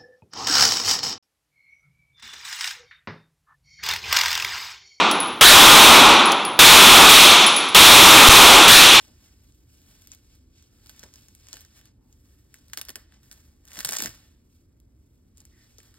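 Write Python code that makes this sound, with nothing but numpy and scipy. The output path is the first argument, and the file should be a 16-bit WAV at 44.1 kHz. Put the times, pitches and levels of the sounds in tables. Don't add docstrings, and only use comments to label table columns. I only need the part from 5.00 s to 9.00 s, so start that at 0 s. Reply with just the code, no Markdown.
import sys
import numpy as np
from scipy import signal
from scipy.fft import rfft, irfft, next_fast_len
from scipy.io import wavfile
from scipy.ndimage import map_coordinates

SR = 44100
rng = np.random.default_rng(int(sys.argv[2]) if len(sys.argv) > 2 else 0)


def store_pcm(level_fs):
    pcm = np.round(np.clip(level_fs, -1, 1) * 32767).astype(np.int16)
    wavfile.write(sys.argv[1], SR, np.atleast_2d(pcm).T)


N = 176400

# t/s, tail level 1 s later/dB, treble lift of the tail/dB, blast level over that tail level/dB
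SHOT_EVENTS = [(-0.78, -22.7, -1.5, 40), (0.4103, -19.7, -1.5, 64), (1.5905, -23.5, 0, 48),
               (2.09, -47.5, 4.5, 44), (2.7472, -20, .5, 44), (3.272, -32.5, -3, 30), (3.68, -46, 5, 58)]
FLUTTER_DB, FLUTTER_RATE = .8, 22
def rifle_shot(onset, tail_db, lift_db, blast_db):
    age = since(onset)
    tail = reverberation(onset, lift_db)
    gain = amp(tail_db + FLUTTER_DB * wobble(FLUTTER_RATE))
    return gain * (age > 0) * (amp(blast_db) * muzzle_blast(age) + tail)


# f/Hz, level/dB
BLAST_SPECTRUM = [(30, -26), (300, -10), (900, -9), (1650, 1), (2400, -7), (3300, -3), (4050, 3),
                  (5000, -9), (9000, -15), (16000, -25)]
FLARE_S, FLARE_WIDTH_S, FLARE_PITCH_DEPTH, FLARE_DB = .085, .055, .22, 7
def muzzle_blast(age):
    flare = np.exp(-((age - FLARE_S) / FLARE_WIDTH_S) ** 2)
    pitch_ratio = 1 - FLARE_PITCH_DEPTH * (1 - flare)
    roar = map_coordinates(noise(BLAST_SPECTRUM), [np.cumsum(pitch_ratio)], mode="mirror")
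    return roar * amp(FLARE_DB * flare) * fade(np.maximum(age, 0), t60=.33)


# f/Hz, level/dB
TAIL_SPECTRUM = [(25, -42), (70, -34), (130, -19), (180, -8.5), (250, -5.5), (340, -3.5), (470, -8),
                 (650, -7), (830, -1), (1200, .7), (1450, -5), (1650, -11.5), (2000, -11), (2500, -5.5),
                 (2900, -9), (3500, -5.5), (4050, -11.5), (4800, -21.5), (5900, -22), (7500, -31.5),
                 (10000, -44), (12000, -60), (16000, -80)]
# f/Hz, T60/s
REVERB_TIMES = [(100, 1.7), (350, 1.35), (1100, 1.28), (2000, 1.15), (3500, 1.08), (7000, .92), (15000, .7)]
LIFT_HZ = 1500
def reverberation(onset, lift_db):
    hz, t, bands = signal.stft(noise(TAIL_SPECTRUM), SR, nperseg=512)
    age = np.maximum(t - onset, 0)
    decay = fade(age - 1, along(REVERB_TIMES, hz)[:, None])
    treble_lift = amp(lift_db * hz ** 4 / (hz ** 4 + LIFT_HZ ** 4))
    return signal.istft(bands * decay * treble_lift[:, None], SR, nperseg=512)[1][:N]


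# t/s, duration/s, level/dB
AIR_PULSE = (3.2915, .0074, 30)
def air_push():
    centre, duration, db = AIR_PULSE
    return -amp(db) * np.cos(np.pi * np.clip(since(centre) / duration, -.5, .5)) ** 2


# t/s, ring level/dB, ring f/Hz, click level/dB, click f/Hz
BOUNCES = [(.1125, -22, 10290, -14, 5700), (.2025, -16.5, 10310, -24, 4200), (.278, -40, 10300, -41, 12500),
           (1.135, -23, 10330, -30, 6000), (1.2575, -19, 10260, -26, 9200), (1.3190, -27, 10220, -12, 5900),
           (1.450, -21, 10380, -23, 4500), (2.465, -10.5, 10170, -32, 6000), (2.564, -13, 10290, -17, 6000),
           (2.688, -28, 10170, -28, 4800), (3.638, -16, 10400, -24, 6000)]
# ratio to the ring frequency, level/dB, T60/s
BRASS_MODES = [(.985, -7, .08), (1, 0, .13), (1.011, -7, .08), (1.21, -28, .07)]
# f/Hz, level/dB
CLICK_SPECTRUM = [(500, -28), (3000, -9), (5500, -2), (8000, -5), (10500, -2), (13000, -6), (16000, -6)]
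CLICK_PEAK_DB, RING_ROOM_DB, CLICK_ROOM_DB = 14, -6.5, -19
def casings():
    rings, clicks = np.zeros((2, N + SR))
    t = np.arange(SR // 2) / SR
    contact_noise = noise(CLICK_SPECTRUM)
    for onset, ring_db, ring_hz, click_db, click_hz in BOUNCES:
        start = round(onset * SR)
        ring = sum(amp(db) * fade(t, t60) * np.sin(2 * np.pi * (ratio * ring_hz * t + rng.random()))
                   for ratio, db, t60 in BRASS_MODES)
        grit = np.roll(contact_noise, -start)[:len(t)]
        resonance = signal.lfilter(*signal.iirpeak(click_hz, Q=7, fs=SR), grit)
        click = unit(grit + amp(CLICK_PEAK_DB) * resonance) * fade(t, t60=.02)
        rings[start:start + len(t)] += amp(ring_db) * ring
        clicks[start:start + len(t)] += amp(click_db) * click
    room = rng.standard_normal(len(t)) * fade(t, t60=.4)
    into_room = amp(RING_ROOM_DB) * rings + amp(CLICK_ROOM_DB) * clicks
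    reflected = signal.fftconvolve(into_room, room / np.linalg.norm(room))
    return (rings + clicks)[:N] + reflected[:N]


# f/Hz, level/dB
VENT_SPECTRUM = [(25, -16), (60, -9), (120, 0), (350, -1), (1000, -6), (4000, -25), (16000, -66)]
VENT_DB = -45
def ventilation():
    return amp(VENT_DB) * noise(VENT_SPECTRUM)


def amp(db):
    return 10 ** (np.asarray(db) / 20)


def unit(x):
    return x / np.sqrt(np.mean(x ** 2) + 1e-20)


def fade(t, t60):
    return np.exp(-np.log(1000) * t / t60)


def along(points, hz):
    f, v = np.transpose(points)
    return np.interp(np.log(hz + 1), np.log(f + 1), v)


def since(s):
    return np.arange(N) / SR - s


def wobble(rate):
    return map_coordinates(rng.standard_normal(N // 100), [np.arange(N) * rate / SR], mode="mirror")


def filtered(x, response):
    m = next_fast_len(N + SR // 2)
    return irfft(rfft(x, m) * response(np.fft.rfftfreq(m, 1 / SR)), m)[..., :N]


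def noise(spectrum):
    return unit(filtered(rng.standard_normal(N), lambda hz: amp(along(spectrum, hz))))


def scene():
    shots = sum(rifle_shot(*row) for row in SHOT_EVENTS)
    pressure = shots + air_push() + casings() + ventilation()
    return np.array([pressure, pressure])


# f/Hz, level/dB
OUTPUT_RESPONSE = [(20, 0), (70, -2), (150, -1), (300, .4), (1000, -.4), (4000, -.2), (6500, -1.2),
                   (10000, .7), (13000, .8), (16000, -.7)]
LIMIT_RMS_DB, LIMIT_AVERAGING_S = 7.5, .006
CEILING_DB, HARDNESS, CUTOFF_HZ = -4.7, 24, 15850
def record(dry):
    mono = dry.mean(axis=0)
    pole = np.exp(-1 / (LIMIT_AVERAGING_S * SR))
    power = signal.lfilter([1 - pole], [1, -pole], mono ** 2)
    limited = mono / (1 + (power / amp(LIMIT_RMS_DB) ** 2) ** 2) ** (1 / 4)
    clipped = limited / (1 + np.abs(limited / amp(CEILING_DB)) ** HARDNESS) ** (1 / HARDNESS)
    smooth = signal.sosfilt(signal.ellip(8, .2, 70, CUTOFF_HZ, fs=SR, output="sos"), clipped)
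    out = filtered(smooth, lambda hz: amp(along(OUTPUT_RESPONSE, hz)) * (hz < CUTOFF_HZ))
    return np.array([out, out])


dry = scene()
out = record(dry)
store_pcm(out)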